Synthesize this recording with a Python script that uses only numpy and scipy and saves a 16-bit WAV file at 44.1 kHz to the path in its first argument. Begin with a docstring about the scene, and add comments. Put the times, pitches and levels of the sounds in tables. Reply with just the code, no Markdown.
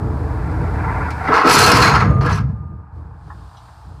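"""At the quayside, in the open air: a forklift runs while steel plates scrape off its forks onto a barge.
The plates stick and slip, then crash, clatter and ring; the hollow hull booms, and the stack shifts once
more before it lies still. The engine puffs on more quietly, with a knock and a tick from the empty forks.
The sound sits in the centre, wide only in the treble, over a faint hiss. A limiter holds the crash down."""
import sys
import numpy as np
from scipy import signal
from scipy.fft import rfft, irfft
from scipy.io import wavfile
from scipy.ndimage import uniform_filter1d, minimum_filter1d

SR = 44100
rng = np.random.default_rng(int(sys.argv[2]) if len(sys.argv) > 2 else 0)


def int16_out(signal):
    """Quantize to a 16-bit WAV file."""
    q = np.round(np.clip(np.atleast_2d(signal).T, -1, 1) * 32767)
    wavfile.write(sys.argv[1], SR, q.astype(np.int16))


N = 176400

# single blows of steel on steel: (time [s], force [dB], hardness [dB], ringing [dB], pitch [Hz])
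STEEL_BLOWS = [(.866, -32, -37, -16.5, 910), (1.105, -33.5, -4, -28, 2250), (1.273, -31, -14, -17, 2020),
               (1.3397, -13.5, -15, -20, 1056), (1.5014, -10, -6, -4.5, 972), (1.552, -6, -1, -20, 4224),
               (1.5555, -6.5, -15, -12, 1420), (1.6333, -14, -4, -6, 4300), (1.6623, -7.5, -1, -24, 1420),
               (1.7169, -11, -2, -5, 5300), (1.8199, -11, -6, -11.5, 4200), (1.835, -10, -30, -24, 6600),
               (1.8601, -13, -7, -10, 2160), (1.9491, -14, -20, -28, 4200), (2.006, -25, -27, -19.5, 1211),
               (2.2093, -23.5, -15, -34, 4530), (2.2612, -33.5, -4, -19.5, 1700),
               (2.2948, -24, -11, -35, 3370), (2.326, -36, -9, -28.5, 5900)]


def from_db(db):
    """Decibels to gain."""
    return 10 ** (np.asarray(db) / 20)


def rms_one(x):
    """Scale to rms 1."""
    return x / np.sqrt(np.mean(x ** 2) + 1e-20)


def in_time(rows):
    """Each column of a curve, sample by sample."""
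    times, *columns = np.transpose(rows)
    return [np.interp(np.arange(N) / SR, times, column) for column in columns]


def during(rows):
    """A soft gate, open for the length of a curve."""
    t = np.arange(N) / SR
    return uniform_filter1d(1. * ((t >= rows[0][0]) & (t <= rows[-1][0])), size=800)


def evened(x, seconds):
    """Hold the running level at 1 and keep the fine grain."""
    power = uniform_filter1d(np.mean(np.atleast_2d(x) ** 2, axis=0), int(seconds * SR))
    return x / np.sqrt(np.abs(power) + 1e-12)


def noise(spectrum, size):
    """Stereo noise of a given colour, wide only in the treble."""
    # stereo width: (frequency [Hz], side minus mid [dB])
    stereo_width = [(2500, -70), (4000, -45), (6000, -13.5), (10000, -3.5)]
    log_hz = np.log(np.arange(size // 2 + 1) * SR / size + 1)
    gain, width = [from_db(np.interp(log_hz, np.log(hz), db))
                   for hz, db in (np.transpose(spectrum), np.transpose(stereo_width))]
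    mid, side = rfft(rng.standard_normal((2, size))) * gain
    mid, side = irfft(mid, size), irfft(side * width, size)
    return (mid + side * [[1], [-1]]) / mid.std()


def contacts(per_s, spread_db):
    """Random touches, mostly small, a few large."""
    sizes = from_db(spread_db * np.minimum(rng.exponential(1, N), 4)) * rng.choice([-1, 1], N)
    return sizes * (rng.random(N) < per_s / SR)


def ring(clicks, hz, t60):
    """A unit click sets a decaying sine of height 1 ringing."""
    radius, angle = np.exp(-np.log(1000) / (t60 * SR)), 2 * np.pi * hz / SR
    return signal.lfilter([0, np.sin(angle)], [1, -2 * radius * np.cos(angle), radius ** 2], clicks + 1e-18)


def resonate(x, hz, width_hz):
    """One resonance, rms 1."""
    return rms_one(signal.lfilter(*signal.iirpeak(hz, hz / width_hz, fs=SR), x))


def bass_only(x):
    """Keep the range of a big hollow body."""
    return signal.sosfilt(signal.butter(4, [51, 230], "band", fs=SR, output="sos"), x)


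def thicket(spectrum, t60):
    """Countless close modes swell within one cycle of the strongest and die together."""
    t = np.arange(2 ** 14) / SR
    strongest_hz = max(spectrum, key=lambda point: point[1])[0]
    swell = 1 - np.exp(-(t * strongest_hz) ** 2)
    return noise(spectrum, len(t)) * np.exp(-np.log(1000) * t / t60) * swell


def stack(clicks, colour, t60, plates, changes_per_s=70):
    """Contacts pass from plate to plate, and each plate has modes of its own."""
    touched = np.cumsum(rng.random(N) < changes_per_s / SR) % plates
    return sum(signal.fftconvolve([clicks * (touched == k)], thicket(colour, t60), axes=1)[:, :N]
               for k in range(plates))


def clink(at_s, db, hz, spread_octaves, t60, modes=16, swell_s=0.0024):
    """A cluster of close modes around one pitch, struck once."""
    mode_hz = hz * 2 ** (spread_octaves * rng.uniform(-1, 1, modes))
    t, start = np.arange(2 ** 13) / SR, int(at_s * SR)
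    envelope = np.exp(-np.log(1000) * t / t60) * (1 - np.exp(-t / swell_s))
    cluster = envelope * (rng.standard_normal(modes) @ np.sin(2 * np.pi * np.outer(mode_hz, t)))
    out = np.zeros(N + SR)
    out[start:start + len(t)] = from_db(db) * rms_one(cluster) * np.sqrt(np.mean(envelope ** 2) / 2)
    return out[:N]


def hiss():
    """Faint treble hiss in the background sinks after the crash and comes back."""
    # course of the hiss: (time [s], level [dB])
    levels = [(0, -58), (1.2, -51), (2.1, -60.5), (2.6, -78), (2.9, -82), (2.96, -71.5), (3.12, -74.5),
              (3.3, -62.5), (3.65, -59), (4, -63)]
    # its colour: (frequency [Hz], relative density [dB])
    colour = [(1500, -9), (2400, -2), (3400, 0.5), (4900, 2.5), (6000, -6), (9000, -4.5), (11000, -15.5),
              (14500, -13.5)]
    return from_db(in_time(levels)[0]) * noise(colour, N)


def forklift(firings_per_s=29.6, jitter_cycles=0.049, spread_db=4.5, roughness=0.85, pulsing=0.22):
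    """Uneven firings puff through the exhaust, shake the frame and pulse the mechanical clatter."""
    # the exhaust: (time [s], level [dB])
    exhaust_levels = [(0, -19.5), (.45, -20.5), (.6, -19), (1.04, -21.5), (1.2, -26), (1.33, -29),
                      (1.42, -40), (2.75, -31.5), (2.9, -40.5), (2.96, -30), (3.14, -35), (3.2, -39),
                      (3.28, -34.5), (3.48, -36.5), (3.51, -43.5), (3.82, -42), (3.88, -33.5), (4, -37)]
    # resonances of its pipe: (frequency [Hz], width [Hz], relative level [dB])
    pipe_modes = [(57, 11.7, 0), (78.2, 6.3, 3.5), (115.2, 19, 1.5), (133, 16, -5), (157.9, 8.2, -6.5)]
    # rumble of the frame: (frequency [Hz], relative density [dB])
    rumble_colour = [(25, -2), (160, 5), (235, 1), (290, 8), (450, 5), (700, -7), (2000, -49.5)]
    # clatter of the engine's moving parts: (time [s], level [dB])
    machinery_levels = [(0, -35.5), (1.1, -36.5), (2.2, -43.5), (2.75, -52), (3.05, -49), (3.65, -47),
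                        (4, -49.5)]
    # its colour: (frequency [Hz], relative density [dB])
    machinery_colour = [(500, -9.5), (850, 7), (1150, 2), (1650, -6), (2000, -18.5), (2500, -22),
                        (4500, -65)]
    exhaust_db, = in_time(exhaust_levels)
    cycles = firings_per_s * np.arange(N) / SR
    firing = cycles.astype(int)
    timing, strength = rng.standard_normal((firing[-1] + 1, 2)).T
    phase = (cycles + jitter_cycles * timing[firing]) % 1
    puffs = from_db(spread_db * strength[firing]) * np.exp(-phase / 0.24)
    puffs = rms_one(uniform_filter1d(puffs, size=130))
    drive = rms_one(bass_only(puffs)) + roughness * rms_one(bass_only(rng.standard_normal(N)))
    pipe = sum((-1) ** k * from_db(db) * resonate(drive, hz, width)
               for k, (hz, width, db) in enumerate(pipe_modes))
    exhaust = from_db(exhaust_db) * evened(bass_only(pipe), seconds=0.044)
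    rumble = from_db(1.477 * exhaust_db + 2.5) * noise(rumble_colour, N)  # grows faster than the exhaust
    machinery = from_db(in_time(machinery_levels)[0]) * noise(machinery_colour, N)
    return exhaust + (rumble + machinery) * rms_one(1 + pulsing * puffs)


def forks(overtone_ratio=1.55, overtone_db=-6.5, spread_octaves=0.302, t60=0.12):
    """The empty forks knock in their carriage: a short cluster of modes and its overtone."""
    # a knock and a tick: (time [s], level [dB], pitch [Hz])
    knocks = [(3.301, -28, 1021), (3.568, -45, 3400)]
    return sum(clink(at_s, db, hz, spread_octaves, t60)
               + clink(at_s, db + overtone_db, hz * overtone_ratio, spread_octaves, t60)
               for at_s, db, hz in knocks)


def slide():
    """The stack sticks and slips along the forks."""
    # the scrape: (time [s], level [dB])
    levels = [(0, -46), (.55, -33), (.74, -31), (.88, -24.5), (1.06, -24), (1.15, -31.5), (1.26, -22),
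              (1.45, -36)]
    # its colour: (frequency [Hz], relative density [dB])
    colour = [(300, -6.5), (750, -0.5), (900, 8.5), (1150, -2.5), (1500, -2.5), (1800, -11), (2400, -12.5),
              (3100, -43), (14000, -53)]
    scrape = stack(contacts(per_s=900, spread_db=1.5), colour, t60=0.078, plates=2)
    return during(levels) * from_db(in_time(levels)[0]) * evened(scrape, seconds=0.054)


def hull():
    """The bouncing stack shakes the hollow barge, whose low modes swell and beat."""
    # the boom: (time [s], level [dB])
    levels = [(1.4, -62), (1.5, -27), (1.62, -11.5), (1.75, -14.5), (1.95, -16), (2.04, -12.5), (2.17, -11),
              (2.23, -15.5), (2.48, -17.5), (2.56, -26.5), (2.9, -46.5)]
    # modes of the hull: (frequency [Hz], width [Hz], relative level [dB])
    modes = [(73, 12, -3), (77.1, 11, -2.5), (100, 5.7, 5.5), (114.8, 7.4, 3), (132.4, 4.4, 5),
             (167, 7.3, -14), (191.2, 3.9, -5)]
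    bounces = contacts(per_s=200, spread_db=3)
    boom = sum(from_db(db) * evened(resonate(bounces, hz, width), seconds=0.46) for hz, width, db in modes)
    return during(levels) * from_db(in_time(levels)[0]) * evened(bass_only(boom), seconds=0.089)


def plate_ringing(reach_octaves=0.08):
    """Each blow clinks at the pitch of its place of contact; long modes near that pitch swell and beat."""
    # long modes of the plates, in close pairs: (frequency [Hz], beat [Hz], gain [dB], t60 [s])
    mode_pairs = [(1211, 2.05, -3.5, 1.4), (1665, 6.2, -2, 0.35), (4240, 26, -9, .37),
                  (4120, 6.9, -9.5, .35), (6578, 46, -7.5, 0.52), (6600, 4.8, -11.5, 0.55)]
    times, _, _, ring_db, pitch_hz = np.transpose(STEEL_BLOWS)
    out = sum(clink(at_s, db - 1, hz, spread_octaves=0.09, t60=0.13) for at_s, _, _, db, hz in STEEL_BLOWS)
    for hz, beat_hz, db, t60 in mode_pairs:
        nearness = np.exp(-(np.log2(hz / pitch_hz) / reach_octaves) ** 2)
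        clicks = np.zeros(N)
        clicks[(times * SR).astype(int)] = from_db(ring_db + db) * nearness
        out += ring(clicks, hz, t60) - ring(clicks, hz + beat_hz, t60)
    return out


def blows(times, levels_db, colour, t60):
    """Each blow wakes a thicket of modes of its own."""
    out = np.zeros((2, N + SR))
    for at_s, db in zip(times, levels_db):
        start, body = int(at_s * SR), thicket(colour, t60)
        out[:, start:start + body.shape[1]] += from_db(db) * body
    return out[:, :N]


def plate_crash(even_s=0.088):
    """Plates thud on the deck and chatter on one another; harder contacts wake the higher registers."""
    # the falling stack: (time [s], force [dB], hardness of the contacts [dB], thud level [dB])
    fall = [(1.22, -47, -13, -58), (1.275, -21.5, -18.5, -25.5), (1.296, -17.5, -31, -14.5),
            (1.355, -9, -18, -17.5), (1.435, -13.5, -22.5, -25.5), (1.452, -10, -17.5, -6),
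            (1.495, -9.5, -8.5, -13.5), (1.515, -9.5, -3, -12.5), (1.66, -4.5, -6, -7.5),
            (1.705, -6.5, -9, -10), (1.85, -12.5, -9, -16), (1.92, -13, -14, -22), (2.01, -13.5, -18, -25),
            (2.06, -24, -21.5, -20), (2.2, -41, -31, -27.5), (2.225, -29.5, -12, -20.5),
            (2.285, -18, -20.5, -23.5), (2.355, -29.5, -5.5, -32), (2.39, -27.5, -14, -37.5),
            (2.43, -41.5, -18.5, -36), (2.7, -78, -21, -72)]
    # four registers of the stack, low to high: (frequency [Hz], relative density [dB])
    thud = [(90, -37.5), (180, -0.5), (230, -5), (310, 3), (450, 10.5), (620, -3), (900, -12.5),
            (2000, -54.5)]
    clang = [(250, -25.5), (800, -5), (1000, 1), (1250, 2), (1500, -1.5), (1900, -8), (2500, -17.5),
             (3300, -27.5), (12000, -66.5)]
    clash = [(1200, -19), (2500, 5), (3100, -0.5), (3700, -4.5), (4300, 3), (5300, -1), (6400, -8),
             (7500, -17.5), (10000, -21.5), (14000, -38.5)]
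    sizzle = [(3500, -20), (6000, 4), (7500, 2), (9800, 1.5), (11000, -3.5), (14500, -5.5)]
    # the upper three: (colour, t60 [s], growth with hardness [dB/dB], gain [dB])
    registers = [(clang, 0.16, 0, 0), (clash, 0.13, 1, 0), (sizzle, 0.054, 2.03, 0.5)]
    force, hardness, thud_db = in_time(fall)
    blow_times, blow_force, blow_hardness, _, _ = np.transpose(STEEL_BLOWS)
    chatter, gate = contacts(per_s=500, spread_db=4), during(fall)
    out = gate * from_db(thud_db) * evened(stack(chatter, thud, t60=0.19, plates=2), even_s)
    for colour, t60, growth, db in registers:
        clatter = evened(stack(chatter, colour, t60, plates=3), even_s)
        out += gate * from_db(db + force + growth * hardness) * clatter
        out += blows(blow_times, db + blow_force + growth * blow_hardness, colour, t60)
    return out


def scene():
    """Forklift, plates and barge as they reach the microphone on the quay."""
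    return forklift() + forks() + hiss() + slide() + plate_crash() + plate_ringing() + hull()


def record(dry):
    """Narrow dips colour the low mids, a fast limiter holds the peaks, the top is cut."""
    ceiling_db, release_db_per_s, lookahead_s, cutoff_hz = -1, 604.5, 0.0015, 14250
    for hz, q in ((378, 5.5), (526, 7.7)):
        dry = signal.lfilter(*signal.iirnotch(hz, q, fs=SR), dry)
    over_db = np.maximum(20 * np.log10(np.abs(dry).max(axis=0) + 1e-9) - ceiling_db, 0)
    release_db = release_db_per_s * np.arange(N) / SR
    cut_db = np.maximum.accumulate(over_db + release_db) - release_db
    ahead = int(lookahead_s * SR)
    held = dry * from_db(uniform_filter1d(minimum_filter1d(-cut_db, ahead), ahead))
    return signal.sosfilt(signal.ellip(12, .2, 80, cutoff_hz, fs=SR, output="sos"), held)


dry = scene()
out = record(dry)
int16_out(out)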